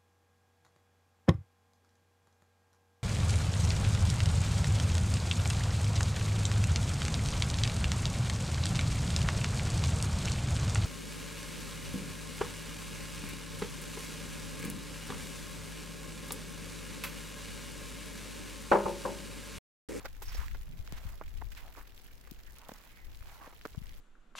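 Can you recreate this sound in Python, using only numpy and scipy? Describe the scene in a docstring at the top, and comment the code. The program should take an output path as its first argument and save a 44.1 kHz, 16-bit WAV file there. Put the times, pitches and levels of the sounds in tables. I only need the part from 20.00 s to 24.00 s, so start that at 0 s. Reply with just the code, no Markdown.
"""Standing in wet snow

Someone turns to look around on a quiet forest road. Snow slips and packs under the boots in short
crunches and slow scuffs, and a jacket swishes as its weave catches. Sleet and meltwater patter all
round over the hiss of the forest. Light air rumbles on the microphone, and now and then a puff,
a soft knock or a landing flake hits its left port."""
import sys
import numpy as np
from scipy import signal
from scipy.fft import rfft, irfft
from scipy.io import wavfile

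SR = 44100
rng = np.random.default_rng(int(sys.argv[2]) if len(sys.argv) > 2 else 0)


def transcribe(u):
    """Save the signal u as a 16-bit wav file named by the first command-line argument.

    u: samples, shape (n,) or (channels, n), limited to [-1, 1]; the rate is SR.
    q: integer samples, one column per channel.
    """
    v = np.clip(np.atleast_2d(u).T, -1, 1)
    q = np.round(v * 32767).astype(np.int16)
    wavfile.write(sys.argv[1], SR, q)


N = 176400
TIME = np.arange(N) / SR
SHORT = 4096   # samples in a one-shot

# Tone of the forest hiss: (frequency [Hz], level [dB])
AIR_SPECTRUM = [(30, 16.5), (100, 2), (250, 1.5), (600, -4), (1200, -7.5), (2200, -9), (4000, -13.5),
                (8000, -17), (15000, -16)]

# Rise and fall of the wind on the ports: (time [s], level [dB])
WIND_LEVELS = [(0, -51.5), (.3, -38.5), (.6, -40.5), (.7, -46), (1.45, -41.5), (1.7, -51), (1.95, -56),
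               (2.3, -51), (2.9, -57.5), (3.08, -46), (3.6, -56), (3.88, -46), (4, -50)]
# Tone of its rumble: (frequency [Hz], level [dB])
WIND_SPECTRUM = [(12, -1.5), (25, 3.5), (55, -4), (90, -12), (150, -24), (300, -38.5), (800, -61)]

# EQ on the sleet: (frequency [Hz], gain [dB])
SLEET_EQ = [(500, -15), (1500, 0), (2800, 0), (6000, -4), (10000, -1), (15000, -3)]
SLEET_PER_S, SLEET_DECAY_S, SLEET_DB = 200, 0.0024, -62

# A sole twists and packs the snow: (peak time [s], rise [s], fall [s], level [dB], pitch [Hz])
SOLE_SCUFFS = [(.01, 0.016, 0.025, -59.5, 980), (.402, 0.02, 0.037, -52, 1160),
               (.945, 0.095, 0.091, -65.5, 590), (1.09, 0.047, 0.071, -61.5, 900),
               (1.58, 0.0079, 0.016, -57.5, 2320), (1.68, 0.047, 0.028, -60.5, 730),
               (1.79, 0.02, 0.05, -63.5, 1200), (2.62, 0.044, 0.19, -63, 900),
               (3.29, 0.038, 0.12, -59, 860), (3.46, 0.022, 0.035, -57, 940)]
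# Snow gives way under a boot: (time [s], length [s], level [dB], pitch [Hz], relative grit [dB])
SNOW_CRUNCHES = [(0.051, 0.01, -44.5, 750, -7.5), (0.057, 0.0076, -41, 1510, -2.5),
                 (0.2214, 0.01, -47.5, 950, -21), (0.349, 0.0069, -49.5, 610, 1.5),
                 (0.548, 0.0072, -48, 1580, -6), (1.2127, 0.0039, -38, 800, -30),
                 (1.2192, 0.0047, -48.5, 1160, -15), (1.4173, 0.005, -46, 1150, -25),
                 (1.4215, 0.0017, -36.5, 870, -28), (1.777, 0.023, -51, 1110, -14),
                 (2.274, 0.0039, -55.5, 990, -6), (2.692, 0.0033, -39.5, 626, -12.5),
                 (2.7178, 0.0029, -41, 375, -12), (3.415, 0.0066, -52.5, 1050, -12),
                 (3.474, 0.0051, -47, 590, -12), (3.529, 0.007, -53.5, 1020, -9),
                 (3.653, 0.0023, -34.5, 1200, -13), (3.6555, 0.0051, -39, 453, -10),
                 (3.66, 0.003, -44, 1410, -14), (3.748, 0.0038, -50.5, 574, -11)]
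SNOW_LOW_HZ, SNOW_TOP_HZ = 165, 2300
MAIN_SLIP_S = 0.0037   # in a crunch shorter than this, one slip outweighs all the others
HEEL_HZ, HEEL_DB = 303, -6.5   # dull push of the boot's weight under a crunch pitched at 1 kHz
FINE_GRAINS_PER_S = 18000   # snow grit and jacket weave

# Jacket cloth slides: (peak time [s], rise [s], fall [s], level [dB], tilt [dB/octave])
JACKET_SWISHES = [(0.224, 0.0017, 0.021, -45, 0.5), (0.285, 0.0029, 0.054, -53, -6.5),
                  (0.357, 0.059, 0.099, -51, -3), (0.959, 0.042, 0.038, -54, -5.5),
                  (1.09, 0.057, 0.057, -61, -0.5), (1.521, 0.0031, 0.0055, -49, -3.5),
                  (1.577, 0.013, 0.03, -52, -4.5), (1.79, 0.025, 0.029, -58, 2),
                  (2.69, 0.011, 0.066, -63, 4), (2.82, 0.088, 0.089, -62.5, -5.5),
                  (3.3, 0.032, 0.12, -62, -2)]
# Tone of the weave: (frequency [Hz], level [dB])
CLOTH_SPECTRUM = [(300, -38), (1000, -10.5), (2000, -4), (3800, -6), (5300, -7), (8000, -5), (15000, -6)]
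# Ribbed cloth sings faintly: (peak time [s], rise [s], fall [s], level [dB], pitch [Hz])
RIB_SQUEAKS = [(.263, 0.0062, 0.0056, -56, 5150), (.284, 0.002, 0.019, -51.5, 5510),
               (.35, 0.0062, 0.012, -47.5, 5340), (0.432, 0.0034, 0.012, -50.5, 1044),
               (2.475, 0.015, 0.025, -62, 1785), (3.03, 0.14, 0.034, -66, 2000),
               (3.295, 0.027, 0.022, -63, 2300), (3.431, 0.015, 0.019, -56, 1100)]
RIB_SAG_OCTAVES_PER_S = 2

# Puffs of air and soft knocks on the left port: (time [s], peak level [dB], pitch [Hz])
PORT_THUMPS = [(0.394, -22, 40.8), (0.802, -27.5, 61), (0.927, -28, 134), (1.054, -33, 114),
               (1.067, -28, 55.3), (1.409, -30, 49), (2.3191, -33.5, 204), (3.216, -33.5, 44.4),
               (3.78, -24, 111), (3.8191, -32.5, 122)]

# Near drops hit snow and jacket: (time [s], level [dB], pitch [Hz], left minus right [dB])
NEAR_DROPS = [(0.482, -40.5, 1570, -6), (0.513, -46.5, 1830, 0), (0.512, -56, 12300, -13.5),
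              (0.876, -42.5, 1780, -6), (1.550, -49, 1870, 5), (1.751, -48, 1340, -8),
              (1.978, -48, 2740, 0), (2.585, -43.5, 8200, -1), (2.687, -42.5, 9200, -8),
              (2.738, -45.5, 6350, -12), (3.13, -55.5, 3700, -5), (3.148, -49.5, 2840, 9),
              (3.226, -47.5, 1270, -3), (3.613, -45.5, 1900, 1), (3.672, -48, 7500, 9),
              (3.893, -47, 3300, -4)]
DROP_DECAY_S, DROP_CLICK_DB = 0.00055, -9.5

# Envelope of the one fluttering gust: (peak time [s], rise [s], fall [s])
GUST_SWELL = (.725, .04, .05)
GUST_DB, GUST_HZ = -50, 138

# Flakes land on the left port: (time [s], crackle level [dB], push level [dB])
PORT_FLAKES = [(0.924, -22, -26), (2.3118, -21.5, -48), (2.3153, -30.5, -63)]
FLAKE_DECAY_S, FLAKE_CONTACT_S = 0.000077, 0.0008


def from_db(db):
    """Decibels to gain."""
    return 10 ** (np.asarray(db) / 20)


def rms_one(x):
    """Scale each channel to unit rms."""
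    return x / np.sqrt(np.mean(x ** 2, axis=-1, keepdims=True) + 1e-20)


def pan(db):
    """Stereo gains of unit mean power; positive dB is to the left."""
    return rms_one(from_db([db / 2, -db / 2]))[:, None]


def colour(x, points, tilt_db=0):
    """EQ a steady sound along a curve, tilted per octave; unit rms."""
    hz, db = np.transpose(points)
    octave = np.log2(np.maximum(np.fft.rfftfreq(N, 1 / SR), 1))
    gain = from_db(np.interp(octave, np.log2(hz), db) + tilt_db * octave)
    return rms_one(irfft(rfft(x) * gain, N))


def cut(x, hz, kind):
    """Second-order low- or high-pass."""
    return signal.sosfilt(signal.butter(2, hz, kind, fs=SR, output="sos"), x)


def resonate(x, hz, width):
    """A broad resonance; its width is a share of its pitch."""
    r = np.exp(-np.pi * width * hz / SR)
    return signal.lfilter([1, 0, -1], [1, -2 * r * np.cos(2 * np.pi * hz / SR), r * r], x + 1e-18)


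def bell_eq(x, hz, width_hz, db):
    """Boost or dip one band."""
    band = signal.lfilter(*signal.iirpeak(hz, hz / width_hz, fs=SR), x)
    return x + (from_db(db) - 1) * band


def grains(per_s, shape, spread_db=5.0):
    """Random clicks of either sign, their sizes scattered by spread_db."""
    hits = rng.random(shape) < per_s / SR
    size = from_db(spread_db * np.minimum(rng.exponential(1, shape), 4))
    return hits * size * rng.choice([-1, 1], shape)


def catching(depth_db):
    """A jittering gain: friction grips and lets go some tens of times a second."""
    return from_db(depth_db * rms_one(cut(rng.standard_normal(N), 40, "low")))


def widen(pair, spread):
    """Two unrelated signals as mid and side."""
    return rms_one(pair[0] + spread * pair[1] * np.array([[1], [-1]]))


def lean_right(x, db):
    """Shift the upper mids towards the right port."""
    return bell_eq(x, hz=1880, width_hz=1600, db=[[-db], [db]])


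def swell(s, rise, fall):
    """A bell-shaped envelope peaking at time s, with its own rise and fall."""
    flank = np.where(TIME < s, rise, fall)
    return np.exp(-.5 * np.minimum(((TIME - s) / flank) ** 2, 100))


def add(out, s, sound):
    """Mix a one-shot in at time s."""
    start = int(s * SR)
    a, b = max(start, 0), min(start + sound.shape[-1], N)
    out[:, a:b] += sound[..., a - start:b - start]


def forest_air(level_db=-59):
    """The even hiss of the thawing forest."""
    return from_db(level_db) * colour(widen(rng.standard_normal((2, N)), spread=0.65), AIR_SPECTRUM)


def wind(lumps_db=2.44):
    """Light air makes a lumpy rumble, unrelated in the two ports."""
    lumps = colour(rng.standard_normal((2, N)), [(8, 0), (40, -40), (400, -120)])
    level_db = np.interp(TIME, *np.transpose(WIND_LEVELS)) + lumps_db * lumps
    return from_db(level_db) * pan(db=2.5) * colour(rng.standard_normal((2, N)), WIND_SPECTRUM)


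def sleet(low_hz=1520, high_hz=13100, bands=8, spread_db=2.5, scatter_db=3, click_db=1):
    """Sleet ticks at random all round, each tick with its own size, side and pitch band."""
    out = 0
    for hz in np.geomspace(low_hz, high_hz, bands):
        hits = rng.random(N) < SLEET_PER_S / bands / SR
        size = hits * from_db(spread_db * np.minimum(rng.exponential(1, N), 2.5))
        side = from_db(scatter_db * rng.standard_normal(N))
        energy = size ** 2 * np.array([side, 1 / side]) / (side + 1 / side)
        tails = signal.lfilter([1], [1, -np.exp(-2 / (SLEET_DECAY_S * SR))], energy + 1e-18)
        splash = np.sqrt(tails) * rng.standard_normal((2, N))
        out = out + rms_one(resonate(splash, hz, width=0.54)) + from_db(click_db) * rms_one(splash)
    return from_db(SLEET_DB) * pan(db=-1) * colour(out, SLEET_EQ)


def scuffs(grains_per_s=3500, top_hz=2460):
    """Dense, dull grains as a sole twists in the snow."""
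    bed = cut(cut(grains(grains_per_s, (2, N)), top_hz, "low"), SNOW_LOW_HZ, "high")
    bed = widen(bed, spread=0.29) * catching(depth_db=2.0)
    return sum(from_db(db) * swell(s, rise, fall) * rms_one(resonate(bed, hz, width=0.61))
               for s, rise, fall, db, hz in SOLE_SCUFFS)


def crunches(slips_per_s=2500):
    """Packed snow gives in a quick run of slips round one main slip, a dull push below, grit on top."""
    out = np.zeros((2, N))
    t = (np.arange(SHORT) - SHORT / 2) / SR
    steepness = np.where(t < 0, 3.1, 1.43)   # fast attack, slower release
    for s, length, db, hz, grit_db in SNOW_CRUNCHES:
        load = 1 / np.cosh(np.clip(steepness * t / length, -20, 20))
        slips = grains(slips_per_s, (2, SHORT), spread_db=0) * load
        slips[0, SHORT // 2] += np.linalg.norm(slips[0]) * MAIN_SLIP_S / length
        body = resonate(slips, hz, width=0.45)
        body = cut(cut(body, SNOW_TOP_HZ, "low"), SNOW_TOP_HZ, "low")
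        body = rms_one(cut(body, SNOW_LOW_HZ, "high"))
        heel_hz = HEEL_HZ * np.sqrt(hz / 1000)
        heel = rms_one(cut(resonate(slips[0], heel_hz, width=0.78), 2 * heel_hz, "low"))
        grit = grains(FINE_GRAINS_PER_S, (2, SHORT)) * load
        grit = rms_one(cut(grit + 1.44 * cut(grit, 6200, "low"), 1200, "high"))
        snow = rms_one(widen(body, spread=0.29) - from_db(HEEL_DB) * heel)
        gain = from_db(db) * np.sqrt(length * SR / SHORT)
        add(out, s + t[0], gain * (snow + from_db(grit_db) * grit))
    return out


def jacket():
    """The weave catches in tiny grains, each swish with its own brightness; ribs add a faint pitch."""
    weave = widen(grains(FINE_GRAINS_PER_S, (2, N)), spread=0.7)
    swishes = sum(from_db(db) * swell(s, rise, fall) * colour(weave, CLOTH_SPECTRUM, tilt_db)
                  for s, rise, fall, db, tilt_db in JACKET_SWISHES)
    squeaks = sum(from_db(db) * swell(s, rise, fall) * rib_tone(s, hz)
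                  for s, rise, fall, db, hz in RIB_SQUEAKS)
    return pan(db=-3.5) * (swishes + squeaks) * catching(depth_db=1.65)


def rib_tone(s, hz, width=0.2):
    """Sliding ribs sing a rough, narrow tone that sinks as the stroke slows, passing hz at time s."""
    pitch = hz * 2 ** (-RIB_SAG_OCTAVES_PER_S * np.clip(TIME - s, -.5, .5))
    wobble = cut(rng.standard_normal((2, N)), width * hz / 2, "low")
    tone = (wobble[0] + 1j * wobble[1]) * np.exp(2j * np.pi * np.cumsum(pitch) / SR)
    return rms_one(np.array([tone.real, tone.imag]))


def thumps():
    """Each puff or soft knock sends one smooth pressure swing into the left port."""
    out = np.zeros((2, N))
    for s, db, hz in PORT_THUMPS:
        phase_squared = np.minimum((np.pi * hz * (TIME - s)) ** 2, 100)
        out[0] += from_db(db) * (1 - 2 * phase_squared) * np.exp(-phase_squared)
    return out


def drops():
    """Each near drop is a tiny splash that clicks and rings briefly."""
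    out = np.zeros((2, N))
    fade = np.exp(-np.arange(SHORT) / SR / DROP_DECAY_S)
    for s, db, hz, pan_db in NEAR_DROPS:
        splash = rng.standard_normal((2, SHORT)) * fade
        ring = rms_one(resonate(splash, hz, width=0.45))
        click = from_db(DROP_CLICK_DB) * rms_one(cut(splash, hz, "high"))
        gain = from_db(db) * np.sqrt(2 * DROP_DECAY_S * SR / SHORT)
        add(out, s, gain * pan(pan_db) * widen(ring + click, spread=0.82))
    return out


def gust():
    """One gust flutters on the ports, pitched above the rumble."""
    flutter = resonate(rng.standard_normal((2, N)), GUST_HZ, width=0.2)
    return from_db(GUST_DB) * swell(*GUST_SWELL) * rms_one(cut(flutter, 2 * GUST_HZ, "low"))


def flakes():
    """Flakes land on the left port with a low push and a tiny bright crackle."""
    out = np.zeros((2, N))
    t = np.arange(SHORT) / SR
    for s, crackle_db, push_db in PORT_FLAKES:
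        burst = rng.standard_normal(SHORT) * np.exp(-t / FLAKE_DECAY_S)
        crackle = rms_one(cut(burst, 2200, "high")) * np.sqrt(FLAKE_DECAY_S * SR / SHORT / 2)
        push = cut(np.exp(-t / FLAKE_CONTACT_S), 49, "high")
        add(out[:1], s, from_db(crackle_db) * crackle + from_db(push_db) * push)
    return out


def scene():
    """A dry, open-air mix. The upper mids lean right, most of all those from the ground."""
    boots = lean_right(crunches() + scuffs(), db=2)
    mix = boots + jacket() + drops() + sleet() + flakes() + thumps() + wind() + gust() + forest_air()
    return lean_right(mix, db=1.5)


def record(dry, cutoff_hz=16000):
    """The microphone scoops the treble; the very top is cut steeply."""
    scooped = bell_eq(dry, hz=9160, width_hz=3700, db=-8)
    return signal.sosfilt(signal.ellip(10, .1, 70, cutoff_hz, fs=SR, output="sos"), scooped)


dry = scene()
out = record(dry)
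transcribe(out)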